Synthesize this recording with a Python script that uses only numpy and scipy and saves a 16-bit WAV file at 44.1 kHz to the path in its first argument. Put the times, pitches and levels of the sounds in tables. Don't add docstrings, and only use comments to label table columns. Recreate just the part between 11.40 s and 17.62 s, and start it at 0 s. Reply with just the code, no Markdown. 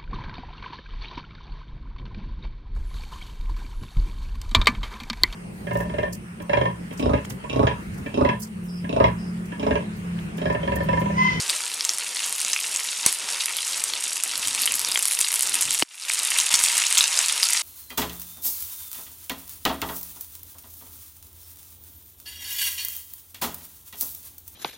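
import sys
import numpy as np
from scipy import signal
from scipy.fft import rfft, irfft
from scipy.io import wavfile
from scipy.ndimage import minimum_filter1d

SR = 44100
rng = np.random.default_rng(int(sys.argv[2]) if len(sys.argv) > 2 else 0)


def to_wav(sig):
    pcm = np.clip(np.atleast_2d(sig), -1, 1) * 32767
    pcm = np.round(pcm).astype(np.int16)
    wavfile.write(sys.argv[1], SR, pcm.T)


def gain_from_db(level_db):
    decades = np.asarray(level_db, float) / 20
    return 10 ** decades


N = 274302
T = np.arange(N) / SR
TURN_S, CUT_S = 2.9, 4.436
NEAR = T > CUT_S


def rms_one(x):
    return x / np.sqrt(np.mean(x ** 2) + 1e-20)


def curve(x, table):
    return np.interp(x, *np.transpose(table))


def colour(x, spectrum):
    hz, db = np.transpose(spectrum)
    grid = np.fft.rfftfreq(4096, 1 / SR) + 1
    gain_db = np.interp(np.log(grid), np.log(hz), np.maximum(db, -70))
    cepstrum = irfft(np.log(gain_from_db(gain_db)))
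    cepstrum[1:2048] *= 2
    cepstrum[2049:] = 0
    return signal.fftconvolve(x, irfft(np.exp(rfft(cepstrum))))[:N]


def resonance(x, hz, width_hz):
    r = np.exp(-np.pi * width_hz / SR)
    zeros = np.array([1, 0, -1]) * (1 - r * r) / 2
    return signal.lfilter(zeros, [1, -2 * r * np.cos(2 * np.pi * hz / SR), r * r], x)


def butter(x, order, hz, kind):
    return signal.sosfilt(signal.butter(order, hz, kind, fs=SR, output="sos"), x)


def drift(rate_hz):
    r = np.exp(-2 * np.pi * rate_hz / SR)
    return rms_one(signal.lfilter([1], [1, -2 * r, r * r], rng.standard_normal(N + SR))[SR:])


def between(start_s, length_s, edge_s):
    t = T - start_s
    return np.clip(np.minimum(t, length_s - t) / edge_s + .5, 0, 1)


def off_the_pan(x, lag_s, echo_db):
    lag = int(lag_s * SR)
    return x + gain_from_db(echo_db) * np.concatenate([np.zeros(lag), x[:-lag]])


def kitchen(x, wet_db, t60_s, count=8):
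    t = np.arange(SR // 5) / SR
    tails = rng.standard_normal((count, len(t))) * gain_from_db(-60 * t / t60_s) * (t > .002)
    turn = (np.arange(N) / (.006 * SR)) % count
    wet = np.zeros(N)
    for k, tail in enumerate(tails):
        apart = np.abs((turn - k + count / 2) % count - count / 2)
        spot = x * np.cos(np.pi / 2 * np.minimum(apart, 1)) / np.sqrt(np.sum(tail ** 2))
        near, far = (signal.oaconvolve(spot * view, tail)[:N] for view in (NEAR, ~NEAR))
        wet += np.where(NEAR, near, far)
    return x + gain_from_db(wet_db) * wet


# start_s, length_s, rise_db
FLARES = [
    (2.84, 0.73, 12),
    (4.082, 0.27, 11.5),
]


def flame_level(fade_db):
    level_db = np.where(NEAR, -66, -70.5) + fade_db + 2.5 * drift(3)
    for start_s, length_s, rise_db in FLARES:
        level_db = level_db + rise_db * between(start_s, length_s, edge_s=0.08)
    return level_db


# pitch_hz, width_hz, level_db
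BURNER = [(107.3, 27, -5), (131.2, 30, -6.5), (256, 45, -3.5), (320, 24, -8)]


def flame(level_db):
    noise = rng.standard_normal(N)
    murmur = sum(gain_from_db(db) * resonance(resonance(noise, hz, width), hz, 2 * width) for hz, width, db in BURNER)
    return gain_from_db(level_db) * rms_one(murmur)


# start_s, level_db
VIGOUR_FAR = [(0, -28.5), (0.25, -30.5), (1.2, -30.5), (1.5, -31), (2.1, -29.5), (2.8, -30.5), (3.2, -29),
              (3.9, -30), (4.43, -30)]
# start_s, level_db
VIGOUR_NEAR = [(4.44, -29.5), (4.95, -27), (5.2, -24), (5.55, -26), (5.85, -25), (6.22, -26.5)]


def vigour(fade_db):
    return curve(T, VIGOUR_FAR + VIGOUR_NEAR) + fade_db


def bubbles(per_s, spread_db, largest, sharpness, clump_db, lowest_hz, count=26):
    luck = rng.random(N)
    clumps = gain_from_db(clump_db * (drift(12) + .7 * drift(70)))
    born = luck < per_s * clumps / SR
    sizes = born * gain_from_db(spread_db * np.minimum(rng.exponential(1, N), largest)) * rng.choice([-1, 1], N)
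    pitches = np.geomspace(lowest_hz, 16000, count)
    dealt = rng.choice(count, N, p=pitches / pitches.sum())
    lags = rng.uniform(.0007, .0011, count)
    out = np.zeros(N)
    for k, (hz, lag) in enumerate(zip(pitches, lags)):
        ring = resonance(sizes * (dealt == k) + 1e-18, hz, hz / sharpness)
        out += off_the_pan(ring, lag, -4)
    return rms_one(out)


# pitch_hz, level_db (per Hz)
OIL_COLOUR = [
    [(120, -22.5), (200, -18), (334, -10), (734, -7), (949, -5.5), (2050, -4.5), (2700, -3), (8700, -7),
     (11000, -11), (14500, -36), (15900, -37.5)],
    [(120, -58), (200, -21.5), (734, -7.5), (932, -5.5), (1500, -3), (2650, -1.5), (4180, -4), (8550, -6),
     (10100, -7), (14800, -29.5), (15900, -52)],
]
# pitch_hz, width_hz, level_db
PAN_MODES = [(955.5, 7.5, -12.5), (2670, 210, -31.5), (8240, 610, -41)]


def sizzle(level_db):
    hiss = rng.standard_normal(N) * gain_from_db(2.34 * drift(9.3) + 0.19 * drift(71))
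    fizz = bubbles(per_s=5000, spread_db=4.0, largest=3.15, sharpness=2.8, clump_db=4.0, lowest_hz=301.8)
    crackle = bubbles(per_s=500, spread_db=6.0, largest=1.9, sharpness=3.0, clump_db=3.0, lowest_hz=1700)
    white = gain_from_db(-7) * hiss + gain_from_db(-5.0) * fizz + gain_from_db(1) * crackle
    white = white + sum(gain_from_db(db + 19.5) * resonance(white, hz, width) for hz, width, db in PAN_MODES)
    far, near = (rms_one(colour(white, view)) for view in OIL_COLOUR)
    oil = np.where(NEAR, near, far)
    top = butter(oil, 4, 11000, "high")
    top_db = np.where(NEAR, 2, np.where(T > TURN_S, -3, -1))
    return gain_from_db(level_db + 0.5) * (oil + (gain_from_db(top_db) - 1) * top)


def medium_bursts(level_db, count=600):
    when, keep, size, kind, tune = rng.random((count, 5)).T
    at = (when * (N - 1)).astype(int)
    start_s = when * N / SR
    here_db = level_db[at]
    small = kind < 0.75
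    turned = small & (start_s > TURN_S) & (start_s < CUT_S)
    flurry_db = 5 * (drift(7)[at] - .3)
    per_s = 22 * gain_from_db(0.99 * (here_db + 30) + flurry_db) * np.where(turned, 1.8, 1)
    kept = keep * count * SR / N < per_s
    hz = np.where(small, 9240 * (1 + 0.43 * (tune - .5)), 4600 * (1 + 0.7 * (tune - .5)))
    db = here_db + 19.5 - 5 * size + 5.5 * turned - 6.5 * ~small
    audible = kept & (db > -100)
    return list(zip(start_s[audible], db[audible], hz[audible]))


# start_s, level_db (peak), pitch_hz
SNAPS_FAR = [(0.1033, -5, 8550), (0.4502, -4, 7400), (0.4928, -3, 5800), (0.5843, -7.5, 9040),
             (0.9261, -7.5, 8900), (1.0151, -7.5, 9200), (1.0486, -7.5, 6850), (1.1324, -3, 6100),
             (1.361, -8, 7040), (1.6626, 6, 8730), (1.6645, -2.5, 8550), (1.7266, -4.5, 10300),
             (2.0581, -3.5, 9700), (2.1677, -7, 10500), (2.4394, -3.5, 8400), (2.6395, -8.5, 7800),
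             (2.8367, -3.5, 8900), (2.9778, -8, 10300), (3.4483, -8.5, 5370), (3.517, -6.5, 9330),
             (3.5918, -5.5, 9900), (3.6548, -2, 9200), (3.79, -7, 9200), (3.8122, -1, 8240),
             (3.9185, -5.5, 10340), (3.941, -3.5, 9860), (4.0087, -4.5, 9000), (4.143, -3.5, 8660),
             (4.3078, -5.5, 7900), (4.3954, -7, 8410)]
# start_s, level_db (peak), pitch_hz
SNAPS_NEAR = [(4.6968, -13.5, 7740), (4.7374, -8.5, 9150), (4.7911, -7, 7900), (4.833, -7.5, 8750),
              (4.85, -6, 9200), (4.9041, -5, 9750), (4.9766, -9, 10800), (4.9862, 0.5, 9340),
              (5.0008, -2.5, 6670), (5.1902, -7, 6500), (5.1408, 1, 7870), (5.154, -3, 6060),
              (5.2381, 1, 8450), (5.2618, -4, 7850), (5.286, -11, 7720), (5.3797, -0.5, 8540),
              (5.4674, -3.5, 6760), (5.5258, -2, 8370), (5.5778, -1, 7340), (5.5811, -4, 8160),
              (5.5842, 0.5, 6460), (5.6403, -3, 5900), (5.6792, -7, 7500), (5.777, -9.5, 7320),
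              (5.79, -1.5, 7640), (5.8605, -7, 7940), (5.9995, -11, 8800), (6.035, -7, 8750),
              (6.1327, -2, 7900), (6.1346, -5.5, 9100)]
# start_s, level_db (peak), pitch_hz
POPS = [(0.0971, -7, 4200), (0.4084, -7.5, 5100), (0.7692, -14, 4100), (1.1628, -11.5, 2640),
        (1.1904, -16, 2850), (2.0072, -13.5, 4070), (2.1867, -14.5, 3300), (2.5362, -11, 3920),
        (2.9562, -13.5, 4310), (3.2349, -11, 4330), (3.2758, -10, 3040), (3.5207, -10, 4800),
        (3.26, -21, 4400), (3.824, -21, 3170), (3.846, -10, 4350), (4.4239, -7.5, 4600),
        (4.6228, -21, 4970), (4.918, -12.5, 2530), (4.9628, -17, 2670), (4.9887, -7.5, 3500),
        (5.14, -10, 3730), (5.144, -2.5, 5400), (5.438, -15, 2700), (5.573, -6, 3760), (5.6082, -1.5, 3860),
        (5.7748, -9.5, 4900), (6.03, -2.5, 4820), (6.0408, -10, 4800), (6.0876, -7.5, 6600),
        (6.1744, -6, 5000)]


def bursts(level_db, spray_db=-25, spray_t60_s=0.0062):
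    rows = SNAPS_FAR + SNAPS_NEAR + POPS + medium_bursts(level_db)
    out, t = np.zeros(N + 900), np.arange(900) / SR
    chance, spray = rng.random((400, 4)), rng.standard_normal((400, 900))
    for (s, db, hz), (u, v, w, p), noise in zip(rows, chance, spray):
        ring_ms = 0.12 + 1000 * 2.1 / hz
        fade_s = .85 * max(ring_ms - .13, .06) / 1000
        ring = np.sin(2 * np.pi * hz * t * (1 + 0.01 * t / fade_s))
        ring *= (1 - np.exp(-t / 5e-5)) * np.exp(-t / fade_s)
        snap = gain_from_db(-2) * np.exp(-t / 6e-5) * np.sin(2 * np.pi * (6000 + 8000 * u) * t)
        pop = off_the_pan((ring + snap) * np.sign(p - .5), .0008 + .00022 * w, -2 - 5 * v)
        pop += gain_from_db(spray_db) * noise * gain_from_db(-60 * t / spray_t60_s)
        at = round(s * SR)
        out[at:at + len(t)] += gain_from_db(db + 5.5) * pop
    return butter(butter(out[:N], 2, 1300, "high"), 3, 12500, "low")


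# start_s, level_db (peak), pitch_hz, length_cycles
SPITS = [(0.0972, -1, 7900, 1.9), (1.6626, -1, 6300, 22), (1.6630, -1, 11200, 22), (1.6635, -24, 690, 2.1),
         (1.675, -25, 1000, 5), (2.0818, -15, 2580, 9.5), (3.5578, -7, 2290, 9.1), (3.5582, -7.5, 3250, 19),
         (3.5755, -7, 1910, 1.9), (4.7, -8, 2300, 7.7), (4.4239, -7, 940, 1.9), (4.4241, -3, 3020, 11.4),
         (4.4248, -17.5, 304, 4.2), (5.0905, -6, 7300, 11)]
# start_s, level_db (peak)
JOLTS = [
    (0.1, -39),
    (1.6652, -16.5),
    (5.143, -29),
    (5.237, -38),
    (5.586, -26.5),
    (5.6114, -30.5),
]


def spits(jolt_s=0.00092):
    out, t = np.zeros(N + 2000), np.arange(2000) / SR
    for s, db, hz, cycles in SPITS:
        ring = -gain_from_db(db - 60 * t * hz / (2 * cycles)) * np.sin(2 * np.pi * hz * t)
        heard = (s + t < CUT_S) | (s > CUT_S)
        out[round(s * SR):][:len(t)] += heard * butter(ring, 2, hz / 2.5, "high")
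    for s, db in JOLTS:
        out[round(s * SR):][:len(t)] -= gain_from_db(db) * np.sin(np.pi * np.minimum(t / jolt_s, 1)) ** 2
    return out[:N]


# start_s, level_db
SPLICE = [(5.03, 0), (5.06, -3), (5.095, -3), (5.099, -22), (5.1027, -22), (5.1042, 2), (5.16, 0)]


def scene():
    fade_db = NEAR * np.clip(-22.5 + 94.5 * np.maximum(T - CUT_S - 0.038, 0), None, 0)
    level_db = vigour(fade_db)
    flame_db = flame_level(fade_db)
    oil = kitchen(sizzle(level_db) + bursts(level_db), wet_db=-7.5, t60_s=0.16)
    mono = oil + spits() + flame(flame_db)
    far_end = np.clip((CUT_S - T) / 0.004, 0, 1)
    mono = mono * gain_from_db(curve(T, SPLICE)) * np.where(NEAR, 1, far_end)
    return np.array([mono, mono])


# pitch_hz, chance (0-1)
SWAP_CHANCE = [(4000, 0), (4500, .1), (6500, .07), (8300, .02), (10000, .12), (10800, .45), (11400, .8),
               (13000, .92), (15000, .9), (15900, .6)]
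# start_s, end_s
SWAP_SPANS = [(0.03, 0.41), (0.47, 0.89), (0.95, 2.22), (2.32, 2.4), (2.49, 2.8), (2.86, 2.94), (3.0, 3.05),
              (3.11, 3.12), (3.46, 3.56), (3.69, 3.8), (4.07, 4.12), (4.23, 4.38), (4.44, 4.52),
              (4.58, 4.68), (4.86, 5.21), (5.27, 5.35), (5.41, 5.47), (5.6, 5.96), (6.04, 6.07),
              (6.16, 6.19)]


def patchy_bands(x, noise_db, kept_db, bass_step_db, top_step_db):
    window = np.sin(np.pi * (np.arange(2048) + .5) / 2048)
    frames = dict(fs=SR, window=window, nperseg=2048, noverlap=1024)
    hz, s, cells = signal.stft(x, **frames)
    fresh = signal.stft(rng.standard_normal(x.shape), **frames)[2]
    loudness = np.sqrt(np.mean(np.abs(cells[0]) ** 2, axis=0))
    mood = gain_from_db(3 * np.repeat(rng.standard_normal(len(s)), 3)[:len(s)])
    active = np.any([(s > a) & (s < b) for a, b in SWAP_SPANS], axis=0)
    edges = np.arange(4100, 17300, 690)
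    luck = rng.random((len(edges), len(s)))
    luck = np.where(rng.random(luck.shape) < .5, np.roll(luck, 1, axis=1), luck)
    for low, high, draw in zip(edges, edges[1:], luck):
        band = (hz >= low) & (hz < high)
        swap = active & (draw < curve((low + high) / 2, SWAP_CHANCE))
        level, white = (np.sqrt(np.mean(np.abs(z[:, band]) ** 2, axis=1, keepdims=True))
                        for z in (cells, fresh))
        bed = minimum_filter1d(level, size=3, axis=2)
        mixed = gain_from_db(kept_db) * cells[:, band] + gain_from_db(noise_db) * fresh[:, band] * bed / white
        strong = level > gain_from_db(top_step_db) * mood * loudness
        cells[:, band] = np.where(swap, mixed, cells[:, band]) * strong
    bass = hz < 700
    cells[:, bass] *= np.abs(cells[:, bass]) > gain_from_db(bass_step_db) * mood * loudness
    return signal.istft(cells, **frames)[1][:, :N]


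def top_cut(x):
    return signal.sosfilt(signal.butter(12, 16080, fs=SR, output="sos"), x)


def record(dry):
    patchy = patchy_bands(np.clip(dry, -1, 1), noise_db=-1.5, kept_db=-4.5, bass_step_db=-20, top_step_db=-26.0)
    return top_cut(np.clip(patchy, -1, 1))


dry = scene()
out = record(dry)
to_wav(out)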